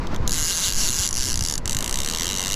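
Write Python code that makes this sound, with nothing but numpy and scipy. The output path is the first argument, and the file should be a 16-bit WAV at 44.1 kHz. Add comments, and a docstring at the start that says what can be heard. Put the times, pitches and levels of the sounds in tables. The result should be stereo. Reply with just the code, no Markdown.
"""Fishing reel on a beach

An overhead reel clicks close to a body-worn camera: its pawl ticks three times, then buzzes as line is pulled
off in surges, stops for a moment and runs on more evenly. Each click is a burst of noise plus ringing tones,
timed by the turning spool. Running line adds hiss. Shaped noise makes the surf, the wind and its low roar, with
short pulses for the buffets."""
import sys
import numpy as np
from scipy import signal
from scipy.fft import rfft, irfft
from scipy.io import wavfile
from scipy.ndimage import uniform_filter1d

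SR = 44100
rng = np.random.default_rng(int(sys.argv[2]) if len(sys.argv) > 2 else 0)


def unload_wav(signal):
    """Save mono or channel-first audio to the path in sys.argv[1] as 16-bit WAV at rate SR, clipped to [-1, 1]."""
    wavfile.write(
        sys.argv[1],
        SR,
        np.round(np.clip(np.atleast_2d(signal).T, -1, 1) * 32767).astype(np.int16),
    )


N = 112454  # length in samples


def amp(db):
    """Turns decibels into gain."""
    return 10 ** (np.asarray(db) / 20)


def unit(x):
    """Scales a sound to rms 1."""
    return x / np.sqrt(np.mean(x ** 2) + 1e-20)


def at_hz(points, hz):
    """Reads a curve over frequency, on a logarithmic axis."""
    f, value = np.transpose(points)
    return np.interp(np.log(hz + 1), np.log(f + 1), value)


def at_time(points, s):
    """Reads a curve over time."""
    return np.interp(s, *np.transpose(points))


def add(mix, s, sound):
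    """Mixes a stereo sound in at time s."""
    part = mix[:, max(round(s * SR), 0):][:, :sound.shape[1]]
    part += sound[:, :part.shape[1]]


def pair(noise, same):
    """Makes two independent noises partly alike (0 = unrelated, 1 = identical)."""
    same = np.clip(same, 0, 1)
    right = same * noise[0] + np.sqrt(1 - same ** 2) * noise[1]
    return np.array([noise[0], right])


def air(spectrum, level, same, flutter_db=0, flutter_hz=20):
    """Coloured stereo noise that follows a level curve and can flutter at random."""
    hz = np.fft.rfftfreq(N, 1 / SR)
    white = pair(rng.standard_normal((2, N)), same)
    noise = irfft(rfft(white) * amp(at_hz(spectrum, hz)), N)
    slow = np.exp(-(hz / flutter_hz) ** 2)
    flutter = unit(irfft(rfft(rng.standard_normal(N)) * slow, N))
    fluttering = unit(noise * amp(flutter_db * flutter))
    return fluttering * amp(at_time(level, np.arange(N) / SR))


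# how far the left port leads the right: (frequency [Hz], phase [radians])
PORT_PHASE = [(30, -0.25), (500, -0.45), (3000, -0.92), (5300, -0.54), (8000, -0.32), (12000, 0.58)]


def ports(x, balance):
    """A sound reaches the two microphone ports with different level and phase."""
    hz = np.fft.rfftfreq(N, 1 / SR)
    # each port takes half of the difference, in opposite directions
    half = amp(at_hz(balance, hz) / 2) * np.exp(1j * at_hz(PORT_PHASE, hz) / 2)
    return irfft(rfft(x) * np.array([half, 1 / half]), N)


# colour of the surf: (frequency [Hz], relative level [dB per Hz])
SURF_COLOUR = [(100, -0.5), (220, 0), (400, -7), (750, -11.5), (960, -4), (1400, -11.5), (2300, -17.5),
               (3200, -24.5), (4500, -24.5), (6500, -30.5), (9000, -45), (14000, -50)]
# loudness of the surf: (time [s], level [dB])
SURF_LEVEL = [(0, -32.5), (.26, -33.5), (.33, -36), (1.0, -39), (1.5, -40), (1.63, -36), (1.75, -35),
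              (2.55, -35)]


def surf():
    """The even wash of breakers down the beach: gently fluttering noise."""
    wash = air(SURF_COLOUR, SURF_LEVEL, same=0.88, flutter_db=1.72, flutter_hz=22)
    return ports(wash, [(200, -0.067), (1300, 0.64)])  # (Hz, left minus right dB)


# colour of the wind's low roar: (frequency [Hz], relative level [dB per Hz])
WIND_ROAR_COLOUR = [(80, -22), (230, 1), (450, 4.5), (750, -3.5), (2000, -44.5)]
# loudness of the wind's roar: (time [s], level [dB])
WIND_ROAR_LEVEL = [(0, -41.5), (.25, -37.5), (.35, -49.5), (1.45, -53), (1.6, -42.5), (1.72, -45.5),
                   (2.1, -42.5), (2.55, -43)]


def wind_roar():
    """The low-mid turbulence of the wind: low noise, only partly alike on the two sides."""
    return air(WIND_ROAR_COLOUR, WIND_ROAR_LEVEL, same=0.61)


# colour of the wind on the microphone: (frequency [Hz], relative level [dB per Hz])
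WIND_COLOUR = [(3, -6.5), (10, 2.5), (22, -11), (45, -14.5), (100, -23.5), (180, -25.5), (400, -38.5),
               (1500, -108)]
# loudness of the wind: (time [s], level [dB])
WIND_LEVEL = [(0, -21.5), (.12, -22.5), (.25, -18.5), (.36, -22), (.55, -30.5), (.85, -22), (1.08, -28),
              (1.28, -22.5), (1.38, -20.5), (1.52, -25), (1.72, -25.5), (2.0, -26), (2.2, -29), (2.55, -28)]
# sharp buffets of wind: (time [s], peak level before the ports [dB], half width [s])
BUFFETS = [(0.205, -13.5, 0.0024), (.43, -22, 0.0026), (1.004, -21, 0.0034), (1.182, -22.5, 0.0036),
           (1.42, -18.5, 0.0025), (1.659, -21, 0.0032), (1.757, -18.5, 0.0023), (2.003, -22.5, 0.0035)]


def wind():
    """Wind pressing on the microphone: lumpy rumble with a few sharp pulses of pressure."""
    out = air(WIND_COLOUR, WIND_LEVEL, same=0.96)
    for s, db, width in BUFFETS:
        u = (np.arange(N) / SR - s) / width
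        # a dip with a small rise on either side
        out = out - amp(db) * (1 - u ** 2) * np.exp(-u ** 2 / 2)
    return ports(out, [(25, -4.0), (90, -4.5), (250, 1.0)])  # (Hz, left minus right dB)


def tooth_times(pull):
    """The pawl drops each time the spool has turned by one tooth."""
    t = np.arange(pull[0][0], pull[-1][0], 1 / SR)
    teeth = np.cumsum(at_time(pull, t)) / SR
    return np.interp(np.arange(int(teeth[-1]) + 1), teeth, t)


EVENNESS = 0.65  # how alike the teeth are in colour (0-1)


def evened(burst, size=56):
    """Partly flattens a burst's broad humps, so that every tooth strikes with much the same colour."""
    z = rfft(burst)
    power = (abs(z) ** 2).mean(0)
    humps = uniform_filter1d(uniform_filter1d(power, size), size)
    return irfft(z / np.sqrt(humps) ** EVENNESS, burst.shape[1])


# left-right likeness of the clicks: (frequency [Hz], likeness [0-1])
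REEL_SAME = [(1000, 0.99), (6500, 1), (10000, 0.67), (13000, 0.55)]
# ringing metal parts of the reel: (frequency [Hz], time to fall 60 dB [s], then typical level [dB]
# in the first surge, the later surges, the easing pull and the even pull)
REEL_MODES = [(1633, 0.039, -30, -32, -35, -55), (2094, 0.023, -34, -37, -38, -29),
              (2834, 0.031, -27.5, -26.5, -32, -30), (3926, 0.043, -23, -55, -45, -41),
              (4674, 0.036, -39, -28, -28, -39), (6120, 0.04, -42, -36, -50, -31),
              (7880, 0.04, -42, -33, -41, -29), (10340, 0.042, -28, -26, -27, -30.5)]
# ends of the first three of those stages: (time [s])
STAGE_ENDS_S = [.46, 1.07, 1.6]

CLICK_DB, SPREAD_DB = -6.5, 1.11  # base strength of a click and its random spread
LIKENESS = 0.71  # how much a click's noise resembles the one before (0-1)
# the pawl rides over a tooth, drops, and dies away: typical times, which vary from click to click
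SCRAPE_S, HOLD_S, SNAP_S = 0.00059, 0.001, 0.00056
SHORTENING_PER_DB = .1  # a harder snap is over sooner
BODY_DB, BODY_S = -13, 0.006  # after-ring of the frame, weaker for soft ticks
TOOTH_COLOUR_DB, TOOTH_COLOUR_HZ = 4, 690  # no two teeth are worn alike: random tint, spacing of its bumps
LENGTH_SPREAD, JITTER_S = 0.33, .00008  # teeth differ in click length (share) and in spacing
RING_SPREAD_DB, RING_DETUNE = 2.5, 0.0038  # each ring varies in level and pitch (share)
RING_GROWTH = 0.96  # extra dB the ring loses per dB of softness


def pawl(clicks, size=2600):
    """Each drop of the pawl gives a short burst of metal chatter and sets the reel's parts ringing."""
    lead = SR // 400 / SR  # room before the drop for the scrape, s
    t, hz = np.arange(size) / SR - lead, np.fft.rfftfreq(size, 1 / SR)
    after, same = np.maximum(t, 0), at_hz(REEL_SAME, hz)
    chatter, ring = np.zeros((2, 2, N))
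    grain = rng.standard_normal((2, size))
    for s, db in clicks:
        softness, hardness = min(db, 0), max(db, 0)
        # part of the last click's noise lives on in this one
        grain = LIKENESS * grain + np.sqrt(1 - LIKENESS ** 2) * rng.standard_normal((2, size))
        bumps = rng.standard_normal(size=48)
        tint = amp(TOOTH_COLOUR_DB * np.interp(hz / TOOTH_COLOUR_HZ, np.arange(len(bumps)), bumps))
        # stretched time makes some clicks shorter than others
        u = t * np.exp(LENGTH_SPREAD * rng.standard_normal() + SHORTENING_PER_DB * hardness)
        scrape = np.exp(np.minimum(u, 0) / SCRAPE_S)
        snap = np.exp(-np.maximum(u - HOLD_S, 0) / SNAP_S)
        body = amp(BODY_DB + RING_GROWTH * softness) * np.exp(-after / BODY_S)
        noise = irfft(pair(rfft(grain), same) * tint, size)
        burst = evened(noise * scrape * (snap + body))
        strength = amp(CLICK_DB + db + SPREAD_DB * rng.standard_normal())
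        start = s - lead + JITTER_S * rng.standard_normal()
        add(chatter, start, 2 * strength * burst / np.linalg.norm(burst[0]))
        # soft ticks barely excite the ring; hard ones add only snap
        ring_strength = strength * amp(RING_GROWTH * softness - hardness)
        for mode_hz, t60, *stage_db in REEL_MODES:
            mode_db = stage_db[np.searchsorted(STAGE_ENDS_S, s)] + RING_SPREAD_DB * rng.standard_normal()
            tone_hz = mode_hz * (1 + RING_DETUNE * rng.standard_normal())
            fade = np.exp(-np.log(1000) * after / t60)
            mode = amp(mode_db) * fade * np.sin(2 * np.pi * tone_hz * after)
            add(ring, start, ring_strength * np.array([mode, mode]))
    return chatter, ring


def ringing(colour, size=2048):
    """A short response of energy 1 with the given colour, starting at once like a struck object."""
    log_gain = np.log(amp(at_hz(colour, abs(np.fft.fftfreq(size, 1 / SR)))))
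    # the Hilbert transform gives the phase that puts the energy as early as possible
    response = np.fft.ifft(np.exp(np.conj(signal.hilbert(log_gain)))).real[:size // 2]
    return response / np.linalg.norm(response)


# wandering colour of the clicks: (time [s], gain of the lower band [dB], gain of the upper band [dB])
WANDER = [(.1, 10, 7.5), (.277, -4.5, -1.5), (.32, -7.5, 0.5), (.38, -1, -4.5), (.46, -10, 3),
          (.52, 2.5, -1.5), (.59, -2, 0.5), (.66, 3.5, -2), (.71, 4, -0.5), (.77, -12, 5.5), (.83, -4, 3.5),
          (.9, 1, -3), (.97, -7, 3), (1.04, 3, 0.5), (1.11, -11, 2), (1.2, 1, 2.5), (1.5, -1, 1.5),
          (1.72, -2, -1.5), (1.9, 1.5, -2.5), (2.15, 5, 2.5), (2.55, 4, 1.5)]
WANDER_HZ, WANDER_WIDTH_HZ = (3750, 5220), 830  # band centres and width


def wander(x):
    """Lets two middle bands of the clicks swell and sink."""
    hz, t = np.fft.rfftfreq(N, 1 / SR), np.arange(N) / SR
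    times, *gains_db = np.transpose(WANDER)
    out = x
    for centre, db in zip(WANDER_HZ, gains_db):
        band = irfft(rfft(x) * np.exp(-((hz - centre) / WANDER_WIDTH_HZ) ** 2), N)
        out = out + band * (amp(np.interp(t, times, db)) - 1)
    return out


# single ticks while the line only creeps: (time [s], level relative to the base click [dB])
TICKS = [(.0707, -16), (.146, -14), (.162, -12), (1.6572, 0.5), (1.6774, 3), (1.6955, 3), (1.7095, 1.5),
         (1.7212, 0), (1.73, 0)]
# spool speed in the surging and in the even pull: (time [s], speed [teeth per second])
SURGING_PULL = [(0.277, 51.3), (0.302, 68.7), (0.342, 150.3), (0.375, 163.4), (0.422, 148.9),
                (0.462, 163.0), (0.503, 197.1), (0.535, 163.9), (0.562, 156.1), (0.645, 223.0),
                (0.654, 253.1), (0.712, 91.4), (0.737, 84.9), (0.781, 222.4), (0.849, 220.8),
                (0.899, 113.8), (1.0, 176.0), (1.004, 197.9), (1.042, 202.7), (1.071, 88.4), (1.11, 36.5),
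                (1.162, 118.4), (1.2, 136.7), (1.232, 123.8), (1.295, 132.8), (1.357, 55.4), (1.412, 61.0),
                (1.457, 88.9), (1.542, 67.9), (1.582, 25.1)]
EVEN_PULL = [(1.748, 49.3), (1.78, 50.2), (1.84, 56.6), (1.95, 65.2), (2.04, 68.0), (2.09, 82.0),
             (2.18, 81.0), (2.22, 86.8), (2.26, 82.6), (2.315, 101.5), (2.37, 91.8), (2.46, 93.7),
             (2.548, 103.4)]
# strength of the pawl's snap while line runs: (time [s], level relative to the base click [dB])
FORCE = [(.277, 5.5), (.3, 1.5), (.35, 0.5), (.45, 1.5), (.52, 0.5), (.68, 1), (.76, -2), (.86, 0.5),
         (1.03, -0.5), (1.09, 2.5), (1.11, 1), (1.129, 2), (1.143, -2), (1.17, 0), (1.34, 0.5), (1.42, 1),
         (1.58, 1), (1.78, 3), (1.858, 0.5), (2.1, -0.5), (2.3, -1.5), (2.55, -0.5)]
# colour of the first soft ticks, then of the clicks under a hard, an easing and a light pull:
# (frequency [Hz], relative level [dB per Hz])
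COLOUR_SOFT = [(500, -21), (2300, -11), (3100, 4.5), (4600, -8), (6000, 2.5), (7800, -0.5), (9000, -10.5),
               (12800, -9), (15000, -25)]
COLOUR_HARD = [(300, -22.5), (800, -37), (1200, -20), (1600, -19), (1850, -17.5), (2120, -12.5),
               (2400, -22), (2650, -21), (2850, -12), (3300, -8), (4100, -3.5), (5000, -7.5), (6800, 0.5),
               (7600, -5.5), (8600, -17), (9800, -12.5), (11000, -11.5), (12400, -19), (13400, -12),
               (15000, -47)]
COLOUR_EASING = [(300, -18), (1200, -21.5), (2100, -18.5), (2500, -27), (2850, -9.5), (3300, -16.5),
                 (4500, -10), (4950, -11.5), (5600, -5), (6300, -5), (7200, -6), (8900, -20.5),
                 (11000, -14.5), (12700, -27.5), (13700, -21), (15000, -40)]
COLOUR_LIGHT = [(300, -21), (1400, -14), (2000, -3.5), (2550, -14), (2800, 1.5), (3050, -0.5), (3450, -8),
                (3850, -0.5), (4200, -4.5), (4550, -2.5), (5000, -8), (5800, 1.5), (7000, 0.5), (7500, -2),
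                (8300, -4), (9100, -12), (11900, -11.5), (13700, -13.5), (15000, -28)]
# the reel at the two ports: (frequency [Hz], left minus right [dB])
REEL_BALANCE = [(500, -0.5), (2400, 2), (4400, 1.5), (7000, 3.5), (10000, 1.5), (13000, 6)]

HARD_UNTIL_S, EASING_FROM_S, EASING_UNTIL_S, LIGHT_FROM_S = 1.05, 1.17, 1.56, 1.75
ECHO_S, ECHO_DB = .0065, -24  # reflection from the angler's body and the sand


def reel():
    """The clicks sound through the reel's frame, whose colour changes from pull to pull."""
    times = np.concatenate([tooth_times(SURGING_PULL), tooth_times(EVEN_PULL)])
    chatter, ring = pawl(TICKS + list(zip(times, at_time(FORCE, times))))
    t = np.arange(N) / SR
    running = t > SURGING_PULL[0][0] - ECHO_S
    hard = running * np.interp(t, [HARD_UNTIL_S, EASING_FROM_S], [1, 0])
    light = running * np.interp(t, [EASING_UNTIL_S, LIGHT_FROM_S], [0, 1])
    easing = running - hard - light
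    pulls = [(~running, COLOUR_SOFT), (hard, COLOUR_HARD), (easing, COLOUR_EASING), (light, COLOUR_LIGHT)]
    direct = ring
    for share, colour in pulls:
        direct = direct + signal.oaconvolve(chatter * share, ringing(colour)[None], axes=1)[:, :N]
    out = direct.copy()
    add(out, ECHO_S, amp(ECHO_DB) * direct)
    return ports(wander(out), REEL_BALANCE)


# colour of the hiss of line and spool: (frequency [Hz], relative level [dB per Hz])
HISS_COLOUR = [(500, -11), (2100, -0.5), (2500, -3.5), (2900, 2.5), (6500, -9), (9000, -7), (13500, -7.5),
               (15000, -43)]
HISS_DB = -42  # level at 100 teeth per second


def line_hiss():
    """Line sliding off the spool hisses more the faster it runs."""
    t = np.arange(N) / SR
    speed = sum(np.interp(t, *np.transpose(pull), left=0, right=0) for pull in (SURGING_PULL, EVEN_PULL))
    gain = (speed / 100) ** .8
    hiss = air(HISS_COLOUR, [(0, HISS_DB)], same=1.0, flutter_db=3, flutter_hz=300)
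    return ports(gain * hiss, REEL_BALANCE)


def scene():
    """Surf, wind roar, wind, reel and running line together."""
    return surf() + wind_roar() + wind() + reel() + line_hiss()


def record(dry):
    """The camera's band limits: it loses the very lowest and the very highest sound."""
    dry = signal.sosfilt(signal.butter(1, 5, "high", fs=SR, output="sos"), dry)
    lowpass = signal.firwin(101, 14700, window=("kaiser", 9), fs=SR)  # cutoff in Hz
    return signal.oaconvolve(dry, lowpass[None], "same")


dry = scene()
out = record(dry)
unload_wav(out)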